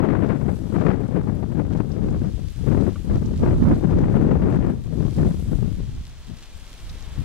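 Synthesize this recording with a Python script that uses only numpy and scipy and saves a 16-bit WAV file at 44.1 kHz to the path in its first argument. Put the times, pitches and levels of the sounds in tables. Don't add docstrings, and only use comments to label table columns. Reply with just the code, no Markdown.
import sys
import numpy as np
from scipy.fft import rfft, irfft, next_fast_len
from scipy.io import wavfile
from scipy.ndimage import uniform_filter1d, map_coordinates

SR = 44100
rng = np.random.default_rng(int(sys.argv[2]) if len(sys.argv) > 2 else 0)


def int16_out(signal):
    q = np.round(np.clip(np.atleast_2d(signal).T, -1, 1) * 32767)
    wavfile.write(sys.argv[1], SR, q.astype(np.int16))


N = 319284

# time_s, level_db
LEFT_DRAUGHT = [(0.0, -22.5), (0.58, -23), (0.98, -20), (1.39, -21.5), (1.72, -20.5), (1.86, -22.5),
                (2.49, -22.5), (2.54, -32), (2.62, -19.5), (2.95, -26.5), (3.16, -21.5), (4.62, -19),
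                (4.83, -27.5), (4.94, -21.5), (5.77, -21.0), (6.12, -37.5), (6.74, -39.5), (7.24, -27)]
RIGHT_DRAUGHT = [(0.0, -36), (0.72, -39), (1.56, -38.5), (1.78, -31.5), (1.83, -40.5), (2.28, -38),
                 (2.56, -42.5), (3.03, -38.5), (3.26, -24), (3.82, -28.0), (4.7, -25.5), (4.84, -36),
                 (5.29, -29.6), (5.97, -34.0), (6.27, -43), (6.76, -46.5), (7.24, -36)]
# start_s, length_s, level_db, eddy_rate_hz
LEFT_GUSTS = [(0.002, 0.35, -15, 459.9), (0.42, 0.099, -17.5, 330.5), (0.747, 0.068, -16, 434.8),
              (0.863, 0.038, -12, 469.5), (1.149, 0.027, -17, 399.4), (1.276, 0.051, -20.5, 260),
              (1.56, 0.054, -19.5, 270.5), (1.75, 0.054, -19, 285), (2.024, 0.26, -19.5, 249.7),
              (2.68, 0.2, -13.5, 275), (3.105, 0.058, -15.5, 255), (3.435, 0.097, -14, 345),
              (3.697, 0.037, -15.5, 260.5), (3.84, 0.3, -14.5, 300.1), (4.154, 0.225, -13.5, 314.9),
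              (4.424, 0.28, -16, 365), (5.003, 0.048, -15, 206.9), (5.188, 0.099, -14, 244.8),
              (5.51, 0.14, -18.5, 147.8), (6.292, 0.035, -29.5, 148.9), (6.551, 0.065, -34.5, 37.92),
              (6.925, 0.036, -33.5, 60.94), (7.185, 0.034, -22, 120.1)]
RIGHT_GUSTS = [(0.767, 0.18, -33, 120.7), (1.179, 0.066, -28.7, 99.7), (2.036, 0.2, -26, 106.8),
               (2.755, 0.021, -28.5, 117.1), (3.115, 0.06, -22.0, 135), (3.408, 0.232, -18, 166),
               (3.619, 0.1, -12.5, 231.8), (3.924, 0.15, -20, 130), (4.153, 0.367, -24, 170),
               (5.184, 0.12, -21.5, 145.5), (5.968, 0.027, -26.5, 73.03), (6.841, 0.082, -32, 67.05)]
# time_s, eddy_rate_hz
LEFT_EDDY_RATES = [(0.0, 275.9), (1.4, 295), (2.5, 152), (3.3, 186.1), (3.6, 212.2), (4.8, 217),
                   (5.7, 122.1), (6.2, 178.3), (7.24, 86.88)]
RIGHT_EDDY_RATES = [(0.0, 225.7), (2.0, 158.9), (3.8, 148), (4.6, 158.3), (5.8, 121.7), (7.24, 150)]
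# time_s, speed_jump_db
LEFT_SLAPS = [(0.131, 2.5), (0.234, 1.94), (0.305, 2), (0.495, 2), (1.166, 3.3), (1.29, 3), (1.601, 4),
              (1.71, 2), (1.805, 3), (2.739, 1.27), (3.225, 3), (3.337, 3.5), (3.433, 2.5), (3.475, 2.5),
              (3.715, 3.5), (4.165, 1.27), (4.32, 1.38), (5.082, 2.5), (5.255, 1.2), (5.535, 3.3)]
RIGHT_SLAPS = [(3.165, 3.14), (3.252, 4.05), (3.392, 3.06), (3.672, 3.16), (3.729, 2.11), (3.949, 4.047),
               (4.193, 3.5), (4.439, 2.16)]
# frequency_hz, gain_db
LEFT_TONE = [(25, -2.5), (50, -0.1), (100, 1.77), (170, 2.5), (280, 0.98), (450, -0.47), (700, -3),
             (1050, -1.5), (1600, 1.5), (2500, 0.8), (4000, -4.5), (7000, -6.5)]
RIGHT_TONE = [(25, 1), (50, -3), (100, 0.5), (170, -1.5), (280, 0.5), (450, -4), (700, 0), (1300, 4.5),
              (2500, 4), (5000, -13)]

def wind():
    left_flow = airflow(LEFT_DRAUGHT, LEFT_GUSTS, LEFT_EDDY_RATES, quickening=.65, wander_db=1.08)
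    right_flow = airflow(RIGHT_DRAUGHT, RIGHT_GUSTS, RIGHT_EDDY_RATES, quickening=.29, wander_db=1.7)
    left = buffet(left_flow, LEFT_SLAPS, LEFT_TONE, steepness=2.53, surge_db=.96, flutter_db=1.74,
                  punch=.26, push=.88, rasp_db=1.2, low_cut_hz=23, gain_db=.07)
    right = buffet(right_flow, RIGHT_SLAPS, RIGHT_TONE, steepness=2.83, surge_db=1.03, flutter_db=1.61,
                   punch=.3, push=1, rasp_db=3.5, low_cut_hz=33, gain_db=.55)
    ports = np.array([left, right])
    return ports / (1 + ports ** 4) ** (1 / 4)


def airflow(draught, gusts, eddy_rates, quickening, wander_db):
    reference_db = -20
    draught_db = over_time(draught) + wander_db * wobble(24)
    power = amp(draught_db) ** 2
    weighted_hz = power * over_time(eddy_rates) * amp(quickening * (draught_db - reference_db))
    for start_s, length_s, level_db, eddy_hz in gusts:
        gust = swell(start_s, length_s, level_db, rise_db_per_s=480, sag_db_per_s=8, fall_db_per_s=250)
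        power += gust
        weighted_hz += gust * eddy_hz
    return 10 * np.log10(power), weighted_hz / power


def buffet(flow, slaps, tone, steepness, surge_db, flutter_db, punch, push, rasp_db, low_cut_hz, gain_db):
    level_db, eddy_hz = flow
    pattern_hz, slap_s = 200, .012
    cascade = lambda hz: hz / np.hypot(hz, 42) * (1 + (hz / pattern_hz) ** 2) ** (-steepness / 2)
    eddies = filtered(rng.standard_normal(2 * N), cascade)
    unrest = (1 + (eddy_hz / pattern_hz) ** 2) ** -.2
    t = np.arange(N) / SR
    slap_db = sum(db * np.exp(-((t - time_s) / slap_s) ** 2) for time_s, db in slaps)
    speed = amp(unrest * (surge_db * wobble(45) + flutter_db * wobble(190)) + slap_db)
    speed /= smooth(speed ** 3, size=5000) ** (1 / 3)
    travel = np.cumsum(eddy_hz * speed) / pattern_hz
    pressure = map_coordinates(eddies, [travel], mode="wrap")
    pressure = filtered(pressure, lambda hz: amp(over_pitch(tone, hz)) * hz / np.hypot(hz, low_cut_hz))
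    rumble = filtered(pressure, lambda hz: 1 / (1 + (hz / 1150) ** 4))
    rasp = (pressure - rumble) * speed ** .5 * amp(rasp_db * wobble(70))
    pressure = rumble * speed ** push + rasp
    strength = np.sqrt(np.abs(smooth(pressure ** 2, size=2800)) + 1e-12)
    return amp(level_db + gain_db + punch * slap_db) * pressure / strength


# time_s, relative_level_db
SWAYS = [(0, -69), (0.3, -67), (0.83, -61.5), (0.97, -67.5), (1.9, -66), (2.55, -59.5), (2.96, -61.5),
         (3.45, -61.5), (4.4, -65.5), (4.8, -65.5), (5.14, -58.5), (5.6, -61), (6.43, -61), (6.8, -58),
         (7.24, -59.5)]
# start_s, length_s, relative_level_db
FLURRIES = [(0.423, 0.21, -68.5), (2.1, 0.4, -75), (2.6, 0.17, -66.5), (3.001, 0.74, -70),
            (5.128, 0.48, -65.5), (6.66, 0.5, -66.5)]
# frequency_hz, gain_db
RUSTLE_TONE = [(800, -20), (1600, -4.5), (2400, -3), (3200, 1), (4500, -0.5), (6500, -3), (8500, -9.5),
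               (11000, -14), (16000, -22)]
FIZZ_TONE = [(4000, -28), (7500, 0.5), (10000, -0.5), (12500, -4.5), (14000, -7.5), (15700, -17)]

def twigs():
    flurries = sum(swell(*row, rise_db_per_s=42, sag_db_per_s=0, fall_db_per_s=65) for row in FLURRIES)
    fizz_db = 10 * np.log10(amp(-72) ** 2 + flurries)
    clumps = lambda: unit(crackle(per_second=300, spread_db=8) * amp(5.6 * np.clip(wobble(22), -2, 1.8)))
    rubbing = unit(crackle(per_second=7700, spread_db=5.5) + amp(-5.5) * clumps())
    splinters = unit(crackle(per_second=9800, spread_db=7) + amp(-3) * clumps())
    rustle = spread(rubbing, RUSTLE_TONE) * amp(over_time(SWAYS) + 6.5 + .27 * wobble(16))
    fizz = spread(splinters, FIZZ_TONE) * amp(fizz_db + 4.5 + 1.2 * wobble(17))
    return rustle + fizz


def crackle(per_second, spread_db):
    hits = rng.random((2, N)) < per_second / SR
    size_db = spread_db * np.minimum(rng.standard_normal((2, N)), 2)
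    return unit(hits * np.sign(rng.standard_normal((2, N))) * amp(size_db))


# start_s, peak_db, pitch_hz, left_minus_right_db
ICE_CRACKS = [(1.004, -51, 10000, 2), (1.077, -50, 7463, 0), (1.350, -49.5, 9986, 4), (1.916, -39, 4570, 2),
              (2.104, -46, 6002, 0), (3.258, -40.5, 5200, 2), (4.163, -46.5, 8950, 0),
              (6.894, -34.5, 4500, 0), (7.024, -39, 5500, 0)]

def ice_ticks():
    out, t = np.zeros((2, N + SR)), np.arange(SR // 10) / SR
    fade_s = .049
    for start_s, peak_db, pitch_hz, lean_db in ICE_CRACKS:
        burst = rng.standard_normal((2, len(t))) * amp(-60 * t / fade_s)
        burst = filtered(burst, lambda hz: 1 / (1 + ((hz - pitch_hz) / (.35 * pitch_hz)) ** 4))
        burst /= np.abs(burst).max()
        out[:, round(start_s * SR):][:, :len(t)] += amp(peak_db) * pan(lean_db) * burst
    return out[:, :N]


# start_s, level_db
BUMPS = [(2.711, -39), (2.956, -35)]
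# pitch_hz, relative_level_db, fade_s (time to fall by 60 dB)
BRANCH_NOTES = [(579, 0, .04), (1168.5, 0.5, 0.046), (1400, -1, .035), (2297, -11, .04), (2870, -10, .04)]

def branch_knocks():
    out, t = np.zeros(N + SR), np.arange(SR // 5) / SR
    attack = 1 - np.exp(-t / .002)
    for start_s, level_db in BUMPS:
        ring = np.zeros(len(t))
        for pitch_hz, note_db, fade_s in BRANCH_NOTES:
            roughness = .83 * wobble(400)[:len(t)]
            ring += amp(note_db - 60 * t / fade_s) * np.sin(2 * np.pi * pitch_hz * t + roughness)
        out[round(start_s * SR):][:len(t)] += amp(level_db) * ring * attack
    return out[:N] * pan(lean_db=1.5)


# time_s, level_db
RUSH_LEVELS = [(0, -58), (1.7, -64.5), (2.6, -56.5), (4.5, -59.5), (5.4, -57.5), (6.1, -54), (6.6, -52),
               (7.24, -48.5)]
# frequency_hz, gain_db
RUSH_TONE = [(40, -1.5), (150, 3.5), (300, -0.5), (600, -3.5), (1200, -5.5), (2200, -8.5), (3500, -9.5),
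             (7000, -33)]

def tree_rush():
    level_db = over_time(RUSH_LEVELS)
    return spread(rng.standard_normal((2, N)), RUSH_TONE) * amp(level_db + .43 * wobble(2.86))


# frequency_hz, likeness (1 = the same)
LIKENESS = [(100, 0.99), (700, 0.88), (1300, 0.75), (2400, 0.9), (3500, 0.42), (6000, .4), (9000, 0.33),
            (15000, .28)]
# frequency_hz, left_minus_right_db
BALANCE = [(400, 0.5), (1300, -2.5), (2400, -0.5), (3500, 4), (5000, 0.5), (8000, -1), (13000, 3)]
# frequency_hz, left_lag_radians
LEFT_LAG = [(500, 0), (2400, 0.76), (3400, 1), (4800, 1.8), (8600, 1.7), (13000, 3.5)]

def spread(pair, tone):
    width = lambda hz: np.arccos(over_pitch(LIKENESS, hz)) / 2
    shares = lambda hz: amp(over_pitch(tone, hz)) * [np.cos(width(hz)), np.sin(width(hz))]
    middle, side = filtered(pair, shares)
    lag = lambda hz: np.exp(.5j * np.outer([-1, 1], over_pitch(LEFT_LAG, hz)))
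    ports = np.array([middle + side, middle - side])
    return unit(filtered(ports, lambda hz: pan(over_pitch(BALANCE, hz)) * lag(hz)))


def swell(start_s, length_s, level_db, rise_db_per_s, sag_db_per_s, fall_db_per_s):
    age_s = np.arange(N) / SR - start_s
    rise_db = rise_db_per_s * np.minimum(age_s, 0)
    sag_db = sag_db_per_s * np.maximum(age_s, 0)
    fall_db = fall_db_per_s * np.maximum(age_s - length_s, 0)
    return amp(level_db + rise_db - sag_db - fall_db) ** 2


def amp(db):
    return 10 ** (np.asarray(db) / 20)


def unit(x):
    return x / np.sqrt(np.mean(x ** 2) + 1e-20)


def over_pitch(rows, hz):
    frequency_hz, values = np.transpose(rows)
    return np.interp(np.log(hz + 1), np.log(frequency_hz + 1), values)


def over_time(rows):
    time_s, values = np.transpose(rows)
    return np.interp(np.arange(N) / SR, time_s, values)


def wobble(per_second):
    return map_coordinates(rng.standard_normal(8192), [np.arange(N) * per_second / SR], mode="wrap")


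def smooth(x, size):
    return uniform_filter1d(uniform_filter1d(x, size=size), size=size)


def filtered(x, response):
    n = x.shape[-1]
    padded = next_fast_len(n + SR // 4)
    return irfft(rfft(x, padded) * response(np.fft.rfftfreq(padded, 1 / SR)), padded)[..., :n]


def pan(lean_db):
    lean_db = np.atleast_1d(lean_db)
    return amp(np.array([lean_db, -lean_db]) / 2)


def scene():
    return wind() + twigs() + ice_ticks() + branch_knocks() + tree_rush()


def record(dry):
    top_hz = 15730
    return filtered(dry, lambda hz: hz < top_hz)


dry = scene()
out = record(dry)
int16_out(out)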